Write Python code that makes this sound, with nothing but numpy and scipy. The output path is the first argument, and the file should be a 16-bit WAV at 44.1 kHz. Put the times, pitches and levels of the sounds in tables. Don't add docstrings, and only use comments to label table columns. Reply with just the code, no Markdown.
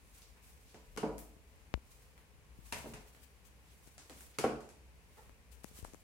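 import sys
import numpy as np
from scipy import signal
from scipy.fft import rfft, irfft
from scipy.io import wavfile

SR = 44100
rng = np.random.default_rng(int(sys.argv[2]) if len(sys.argv) > 2 else 0)


def bounce(signal):
    frames = np.transpose(np.atleast_2d(signal))
    limited = np.clip(frames, -1, 1)
    pcm = np.round(limited * 32767).astype(np.int16)
    wavfile.write(sys.argv[1], SR, pcm)


N = 266011
T = np.arange(int(0.8 * SR)) / SR

PLANK_MODES = { "upper": [(152, -18, 0.36), (197.5, -16.5, 0.48), (227, 3.5, 0.062), (287.3, -25.5, 0.6),
               (309.8, -15, 0.54), (436.3, -9, 0.35), (447.7, -15.5, 0.39), (465, -20, 0.3),
               (530, -20.5, 0.45), (586, -22, 0.31), (630, -19, 0.16), (747, -9, 0.067), (847, -29, 0.61),
               (902, -18.5, 0.23), (968, -26, 0.53), (998, -30, 0.66), (1220, -27, 0.12),
               (1453, -37, 0.21)], "middle": [(141, -20, 0.42), (229.3, -10.5, 0.26), (295, 2, 0.041),
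               (375, 1, 0.037), (428, -21.5, 0.99), (550.5, -19, 0.13), (597, -13, 0.12), (642, -6, 0.048),
               (776, -32, 0.33), (946, -30, 0.18)], "lower": [(137.9, -16.5, 0.22), (169, -1, 0.05),
               (210, -24, 0.59), (237.5, -12.5, 0.27), (263, -10.5, 0.1), (305.3, -17.5, 0.4),
               (355, -24, 0.59), (424.5, -15.5, 0.38), (437, -15, 0.39), (475, -4, 0.11), (506, -10, 0.16),
               (668, -15.5, 0.18), (739, -10.5, 0.073), (777, -9, 0.086), (822, -31, 0.18),
               (1110, -19.5, 0.16), (1420, -25, 0.14)]}
SANDAL_MODES = {"left": [(1390, -12, 0.037), (1640, -16, .1), (2202, -3, 0.071), (2850, -10.5, 0.16),
                (3020, -10, .1), (4320, -12.5, .06), (5120, -9.5, .04), (6470, -11, 0.085),
                (8330, -13, 0.028)], "right": [(965, -5, 0.094), (1805, -15.5, 0.19), (2140, -17, 0.46),
                (2440, -15, 0.27), (2400, -13, 0.13), (2730, 0, 0.039), (3130, -11, 0.043),
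                (4160, -6, 0.027), (4620, -23, 0.15), (6420, -12, 0.07)]}

# start_s, tread, foot, slap_db, treble_tilt_db_per_octave, flatness_0_to_1, plank_db, sandal_db
SOLE_LANDINGS = [(0.9741, "upper", "left", -15, -2, 0.6, -19.5, -44),
                 (2.724, "middle", "right", -12.5, -1, 0.64, -29, -41),
                 (2.7314, "middle", "right", -19.5, -1.5, .8, -33, -54),
                 (2.9357, "middle", "right", -23, -1.5, 0, -29.5, -66),
                 (4.386, "lower", "left", -9.5, -0.3, 0.9, -13, -40.5)]
# start_s, tread, knock_db, hardness (factor on knock frequencies),
# treble_tilt_db_per_octave, plank_db
HEEL_LANDINGS = [(0.742, "upper", -33, 0.78, -9, -47.5), (1.0313, "upper", -11, 0.94, -3, -23),
                 (2.8442, "middle", -24.5, 0.68, -2.5, -39.5), (2.8583, "middle", -28, 1.05, -3, -37),
                 (2.876, "middle", -31, 0.35, -1, -47), (4.099, "lower", -31, 0.39, 7, -50),
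                 (4.4399, "lower", -7, 0.99, 3.5, -18.5)]
# start_s, level_db, dull_db (sole part, relative), pitch (factor on strap frequencies)
STRAP_TICKS = [(0.219, -37.5, -21, 0.67), (2.177, -45, 6.5, 1.3), (0.744, -40.5, 6, 0.76),
               (1.182, -31, -8, 1.35), (1.189, -29.5, -27, 1.6), (2.969, -45, 8.5, 0.76),
               (3.148, -47.5, 10, 1.1), (3.98, -32, 0, 0.86), (4.0965, -33, 3, 0.94),
               (4.207, -32, -5.5, 1.3), (4.606, -39, 2, 0.9), (4.69, -37.5, -0.5, 0.97),
               (5.845, -34, -1.5, 1.02)]
# middle_s, length_s, level_db, left_minus_right_db
RUB_SWELLS = [(0.242, 0.054, -71, -9), (0.483, 0.17, -65, 1), (0.917, 0.11, -70, 2),
              (2.675, 0.11, -62.5, 2), (2.827, 0.32, -60, 1), (3.236, 0.049, -67.5, 19),
              (3.465, 0.058, -70, 15), (3.892, 0.1, -71, 6), (5.535, 0.075, -66.5, 14.5),
              (5.638, 0.015, -61, 21), (5.69, 0.098, -64, -2), (5.771, 0.14, -59, 2)]
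# middle_s, length_s, centre_hz, level_db
DRESS_BRUSHES = [(0.383, 0.11, 1110, -69), (0.708, 0.16, 4480, -67.5), (3.707, 0.16, 3250, -71),
                 (4.352, .06, 2500, -65.5), (5.26, .2, 1390, -77)]
# start_s, click_db, upper_edge_hz, thump_db, thump_hz, finger_tick_db
HANDLING_POPS = [(0.965, -37, 3000, -30.5, 250, -33.5), (1.1828, -39.5, 4000, -29, 242, -33),
                 (1.366, -53, 1500, -39, 199, -62), (1.7405, -12, 5270, -21.5, 59.3, -41),
                 (1.776, -40, 900, -32, 250, -66), (2.588, -52, 1000, -35.5, 132, -68),
                 (3.875, -57, 1500, -37.5, 302, -45), (5.295, -39.5, 3000, -36, 254, -48),
                 (5.6445, -26.5, 2080, -26.5, 186, -29), (5.713, -62, 1500, -38, 205, -51),
                 (5.7896, -56, 1500, -33.5, 267, -41), (5.828, -36, 700, -31, 76.4, -42),
                 (5.8492, -59, 1980, -22, 890, -37), (5.8825, -58, 1500, -40, 235, -59),
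                 (5.9364, -45, 1200, -30.5, 280, -38.5), (5.9459, -32.5, 1900, -34, 210, -40)]
# middle_s, length_s, pitch_hz, level_db
STAIR_BOOMS = [(0.928, .26, 38.4, -55), (1.134, 0.35, 53.4, -52.5), (2.809, 0.12, 69, -56),
               (4.561, 0.19, 57.3, -58), (5.537, 0.2384, 63.2, -55), (5.856, .14, 45.4, -58.5)]

SLAP_SPECTRA = {"left": [(40, -23), (140, 8.5), (330, -1), (620, -4.5), (950, 1), (1400, 2), (2000, -5.5),
                (2900, -2.5), (3600, -9), (5000, -4), (6000, -6.5), (7200, -6), (9800, -7), (13000, -15),
                (16000, -22)], "right": [(40, -4), (140, 6.5), (380, -8), (620, -1), (950, 1), (1200, -4),
                (1850, 0), (2650, -1), (3400, -7), (4200, -7), (6500, -6), (9500, -5.5), (13000, -13),
                (16000, -25)]}
# frequency_hz, relative_level_db
KNOCK_SPECTRUM = [(40, -22), (110, -9), (220, -4.5), (450, -3.5), (720, -0.5), (1000, -8.5), (1450, -8.5),
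                  (1900, -19.5), (2500, -18.5), (3700, -34.5), (8000, -43), (16000, -62)]
# frequency_hz, relative_level_db
STRAP_SPECTRUM = [(100, 5), (1000, -4), (3000, -7), (5000, 1.5), (8000, 4.5), (10500, 1), (13000, -3),
                  (16000, -20)]
# frequency_hz, relative_level_db
DULL_SPECTRUM = [(60, -8), (250, 8.5), (500, 5.5), (1000, 8), (2200, 6.5), (4500, -1.5), (8000, -68),
                 (16000, -8)]
# frequency_hz, relative_level_db
RUB_SPECTRUM = [(100, -52), (1000, 0.5), (3000, -0.5), (5000, -0.5), (8500, 3), (12000, 0), (16000, -1.5)]
# frequency_hz, relative_level_db
HOLLOW_SPECTRUM = [(100, -23), (330, -17), (436, 6), (580, -8), (740, -5.5), (860, 4), (1080, -10),
                   (1360, -3.5), (1580, -19), (1830, -2), (2200, -20), (3000, -18), (16000, -22)]
# frequency_hz, relative_level_db
AIR_SPECTRUM = [(24, -61), (40, -4.5), (69, -2), (91, -10), (199, -17.5), (372, -24.5), (422, -18.5),
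                (556, -23), (630, -26.5), (1090, -25), (1210, -29), (2440, -26.5), (3470, -34),
                (10200, -36.5), (16000, -43.5)]
# frequency_hz, relative_level_db
RUMBLE_SPECTRUM = [(15, -51), (26, -44), (36, -7), (50, -3.5), (85, -16.5), (120, -21.5), (250, -27.5),
                   (1000, -61)]

# frequency_hz, t60_s
HALL_DECAY = [(100, 0.58), (260, 0.65), (700, 0.58), (1800, 0.46), (4800, 0.48), (9000, 0.39),
              (15000, 0.32)]
# delay_s, level_db
FIRST_ECHOES = [(.0019, -6.5), (.0072, -7), (0.0118, -2)]
# time_s, pitch_hz
HUM_PITCH = [(2.0, 54.8), (3.1, 66.23), (5.3, 65.47), (5.9, 59.2)]
# frequency_hz, correlation
MIC_LIKENESS = [(30, 0.95), (70, 0.25), (150, 0.64), (400, 0.69), (700, 0.69), (1200, 0.014), (2200, 0.013),
                (16000, 0)]
# frequency_hz, left_minus_right_db
AIR_LEAN = [(40, 0.5), (150, 1.5), (500, 1), (2000, 1), (6000, 1), (16000, 4)]
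# frequency_hz, left_minus_right_db
MIC_COLOUR = [(900, -0.5), (1450, -1.5), (1900, -0.5), (2500, 5), (3500, -2), (6000, 0), (9000, -2),
              (16000, -0.5)]

GRIT_DB = 3
ROLL_S = 0.00088
RISE_REF_HZ = 465
SETTLE_S, SETTLE_DB = 0.26, -5
RETURN_S, RETURN_DB = 0.0795, -14.5
TICK_S, TICK_RISE_S, TICK_WET_DB = 0.014, 0.00077, 5.5
PIVOT_AT_S, PIVOT_DB = 5.172, -27

RUSTLE_DB, RUSTLE_WANDER_DB, RUSTLE_PER_S = -77, 6.5, 2.7
SCUFF_DB, SCUFF_PER_S = 2.5, 38

POP_CLICK_S, POP_LEAD_S = 0.00039, 0.0014
THUMP_MIN_S, THUMP_RING_S, THUMP_REF_HZ = 0.0027, 0.007, 217

AIR_DB, AIR_WANDER_DB, AIR_PER_S = -62.5, 0.46, 2.48
HUM_DB, HUM_WIDTH_HZ = -67, 15
RUMBLE_DB, RUMBLE_WANDER_DB, RUMBLE_PER_S = -70, 4.5, 2.09
LOW_CUT_HZ, EDGE_HZ = 42, 15950
MIC_GRID_HZ = np.linspace(0, SR / 2, 129)


def amp(db):
    return 10 ** (np.asarray(db) / 20)


def unit(x):
    return x / np.sqrt(np.mean(x ** 2) + 1e-30)


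def read(points, hz):
    f, value = np.transpose(points)
    return np.interp(np.log(hz + 1), np.log(f + 1), value)


def sides(db):
    return amp(np.array([[db], [-db]]) / 2)


def add(mix, s, sound):
    part = mix[:, max(round(s * SR), 0):][:, :sound.shape[-1]]
    part += sound[..., :part.shape[1]]


def wander(per_s, count=24):
    t = np.arange(0, N, 256) / SR
    rates = per_s * np.geomspace(0.1, 1, count)[:, None]
    phases = rng.random((count, 1))
    drift = unit(np.sin(2 * np.pi * (rates * t + phases)).sum(0))
    return np.interp(np.arange(N) / SR, t, drift)


def diffuse(count):
    mid, side = rfft(rng.standard_normal((2, count)))
    same = np.clip(read(MIC_LIKENESS, np.fft.rfftfreq(count, 1 / SR)), -1, 1)
    mid = mid * np.sqrt((1 + same) / 2)
    side = side * np.sqrt((1 - same) / 2)
    return irfft([mid + side, mid - side], count)


def click(spectrum, tilt_db=0, size=4096):
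    hz = abs(np.fft.fftfreq(size, 1 / SR))
    log_gain = np.log(amp(read(spectrum, hz) + tilt_db * np.log2(1 + hz / 1000)))
    wave = np.fft.ifft(np.exp(np.conj(signal.hilbert(log_gain)))).real[:size // 2]
    return wave / np.linalg.norm(wave)


def scatter(t60, rise_s):
    sizes = np.minimum(rng.exponential(1, len(T)), 3)
    sizes = np.repeat(sizes, 32)[:len(T)]
    burst = diffuse(len(T)) * amp(GRIT_DB * sizes - 60 * T / t60) * (1 - np.exp(-T / rise_s))
    return burst / np.linalg.norm(burst, axis=1, keepdims=True)


def hall_tail(build_s):
    hz, t, bands = signal.stft(diffuse(len(T)), SR, nperseg=512)
    decay = amp(-60 * t / read(HALL_DECAY, hz)[:, None])
    tail = signal.istft(bands * decay, SR)[1][:, :len(T)]
    return unit(tail * (1 - np.exp(-T / build_s))) / np.sqrt(len(T))


def contact(spectrum, length_s, rise_s, sharpness, wet_db, tilt_db=0):
    share = np.clip(sharpness, 0, 1)
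    hits = np.sqrt(1 - share) * scatter(length_s, rise_s)
    hits += amp(wet_db) * hall_tail(build_s=0.0038)
    hits[:, 0] += np.sqrt(share)
    for delay_s, db in FIRST_ECHOES:
        hits[:, round(delay_s * SR)] += np.sqrt(share) * amp(db)
    return signal.fftconvolve(hits, click(spectrum, tilt_db)[None], axes=1)[:, :len(T)]


def ring(modes, rise_s, damping=1):
    wave = np.zeros(len(T))
    for hz, db, t60 in modes:
        swell = 1 - np.exp(-(T * hz / (rise_s * RISE_REF_HZ)) ** 2)
        wave += amp(db - 60 * damping * T / t60) * swell * np.sin(2 * np.pi * hz * T)
    choke = amp(SETTLE_DB * (T / SETTLE_S) ** 2)
    return np.tile(wave * choke, (2, 1))


def stairwell(sound, wet_db, build_s):
    out = sound + amp(wet_db) * signal.fftconvolve(sound, hall_tail(build_s), axes=1)[:, :len(T)]
    add(out, RETURN_S, amp(RETURN_DB) * sound)
    return out


def steady_air(hz):
    lean = amp(np.outer([1, -1], read(AIR_LEAN, hz)) / 2)
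    air = unit(irfft(rfft(diffuse(N)) * amp(read(AIR_SPECTRUM, hz)) * lean, N))
    return amp(AIR_DB + AIR_WANDER_DB * wander(AIR_PER_S)) * air


def low_hum(hz):
    pitch_hz = np.interp(np.arange(N) / SR, *np.transpose(HUM_PITCH))
    waver = signal.hilbert(irfft(rfft(diffuse(N)) * np.exp(-(hz / HUM_WIDTH_HZ) ** 2), N))
    shift = np.exp(2j * np.pi * np.cumsum(pitch_hz - HUM_WIDTH_HZ / 2) / SR)
    return amp(HUM_DB) * unit((waver * shift).real) * sides(5.0)


def low_rumble(hz):
    rumble = unit(irfft(rfft(diffuse(N)) * amp(read(RUMBLE_SPECTRUM, hz)), N))
    swell = amp(RUMBLE_DB + RUMBLE_WANDER_DB * wander(RUMBLE_PER_S))
    return swell * rumble * sides(3)


def background():
    hz = np.fft.rfftfreq(N, 1 / SR)
    return steady_air(hz) + low_hum(hz) + low_rumble(hz)


def rubs(grain_db=3, wet_db=-6):
    pressure = amp(RUSTLE_DB + RUSTLE_WANDER_DB * wander(RUSTLE_PER_S)) * np.ones((2, 1))
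    for s, length_s, db, pan_db in RUB_SWELLS:
        swell = np.hanning(int(length_s * SR))
        add(pressure, s - length_s / 2, amp(db) * sides(pan_db) * swell)
    pressure *= amp(SCUFF_DB * wander(SCUFF_PER_S))
    grain_sizes = np.minimum(rng.exponential(1, N), 4)
    grains = unit(rng.standard_normal((2, N)) * amp(grain_db * grain_sizes))
    out = pressure * grains
    out += amp(wet_db) * signal.fftconvolve(out, hall_tail(build_s=0.0018), axes=1)[:, :N]
    return signal.fftconvolve(out, click(RUB_SPECTRUM)[None], axes=1)[:, :N]


def ticks(pan_db=1.0):
    out = np.zeros((2, N))
    for s, db, dull_db, pitch in STRAP_TICKS:
        colour = np.array(STRAP_SPECTRUM) * [pitch, 1]
        bright = contact(colour, TICK_S, TICK_RISE_S, sharpness=0.11, wet_db=TICK_WET_DB)
        dull = contact(DULL_SPECTRUM, TICK_S, TICK_RISE_S, sharpness=0.063, wet_db=2.0)
        add(out, s, amp(db) * sides(pan_db) * (bright + amp(dull_db) * dull))
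    return out


def brushes(width_octaves=1.0):
    out, hz = np.zeros((2, N)), np.fft.rfftfreq(len(T), 1 / SR)
    for s, length_s, centre_hz, db in DRESS_BRUSHES:
        octaves = np.log2((hz + 1) / centre_hz)
        band = np.exp(-(octaves / width_octaves) ** 2 / 2)
        cloth = unit(irfft(rfft(diffuse(len(T))) * band, len(T)))
        swell = np.hanning(min(int(length_s * SR), len(T)))
        add(out, s - length_s / 2, amp(db) * swell * cloth[:, :len(swell)])
    return out


def heels():
    out = np.zeros((2, N))
    for s, tread, knock_db, hardness, tilt_db, plank_db in HEEL_LANDINGS:
        colour = np.array(KNOCK_SPECTRUM) * [hardness, 1]
        knock = contact(colour, length_s=0.047, rise_s=0.00124, sharpness=0.27, wet_db=1, tilt_db=tilt_db)
        wood = stairwell(ring(PLANK_MODES[tread], rise_s=0.003), wet_db=-16.5, build_s=0.017)
        add(out, s, amp(knock_db) * knock + amp(plank_db) * wood)
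    return out


def booms(pan_db=6):
    out = np.zeros((2, N))
    for s, length_s, hz, db in STAIR_BOOMS:
        t = np.arange(int(length_s * SR)) / SR
        tone = unit(np.sin(2 * np.pi * (hz * t + rng.random())))
        add(out, s - length_s / 2, amp(db) * sides(pan_db) * tone * np.hanning(len(t)))
    return out


def pops(leak_db=-32, tick_pan_db=13):
    out = np.zeros((2, N))
    for s, click_db, soft_hz, thump_db, hz, tick_db in HANDLING_POPS:
        t60 = THUMP_MIN_S + THUMP_RING_S * (THUMP_REF_HZ / hz) ** 2
        spike = amp(click_db) * np.exp(-T / POP_CLICK_S)
        swing = amp(thump_db - 60 * T / t60) * np.sin(2 * np.pi * hz * T)
        soften = signal.butter(3, min(soft_hz, SR / 3), fs=SR, output="sos")
        pressure = signal.sosfilt(soften, spike - swing)
        add(out, s, np.outer([1, amp(leak_db)], pressure))
        tick = contact(STRAP_SPECTRUM, length_s=0.0026, rise_s=0.00043, sharpness=0.023, wet_db=-9.5)
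        add(out, s - POP_LEAD_S, amp(tick_db) * sides(tick_pan_db) * tick)
    return out


def soles():
    out = np.zeros((2, N))
    for s, tread, foot, slap_db, tilt_db, flat, plank_db, sandal_db in SOLE_LANDINGS:
        length_s = 0.091 * np.exp(-1.7 * flat)
        slap = contact(SLAP_SPECTRA[foot], length_s, ROLL_S, sharpness=0.15 * flat, wet_db=1.0, tilt_db=tilt_db)
        plank = amp(plank_db) * ring(PLANK_MODES[tread], rise_s=0.009, damping=5.94)
        shoe = amp(sandal_db) * ring(SANDAL_MODES[foot], rise_s=0.0024) * sides(3.5)
        ringing = stairwell(plank + shoe, wet_db=-8, build_s=0.025)
        add(out, s, (amp(slap_db) * slap + ringing) * sides(1.0))
    return out


def pivot():
    out = np.zeros((2, N))
    rub = contact(HOLLOW_SPECTRUM, length_s=0.48, rise_s=0.0022, sharpness=0.047, wet_db=-10.0)
    add(out, PIVOT_AT_S, amp(PIVOT_DB) * rub)
    return out


def scene():
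    shoes = heels() + soles() + pivot() + ticks()
    friction = rubs() + brushes()
    return background() + friction + shoes + booms() + pops()


def record(dry):
    low_cut = signal.butter(2, LOW_CUT_HZ, "highpass", fs=SR, output="sos")
    dry = signal.sosfilt(low_cut, dry)
    heard = []
    for channel, sign in zip(dry, (1, -1)):
        gain = amp(sign * read(MIC_COLOUR, MIC_GRID_HZ) / 2)
        colour = signal.firwin2(257, MIC_GRID_HZ, gain, fs=SR)
        heard.append(signal.fftconvolve(channel, colour, "same"))
    band_limit = signal.firwin(511, EDGE_HZ, window=("kaiser", 9), fs=SR)
    return signal.oaconvolve(np.array(heard), band_limit[None], "same")


dry = scene()
out = record(dry)
bounce(out)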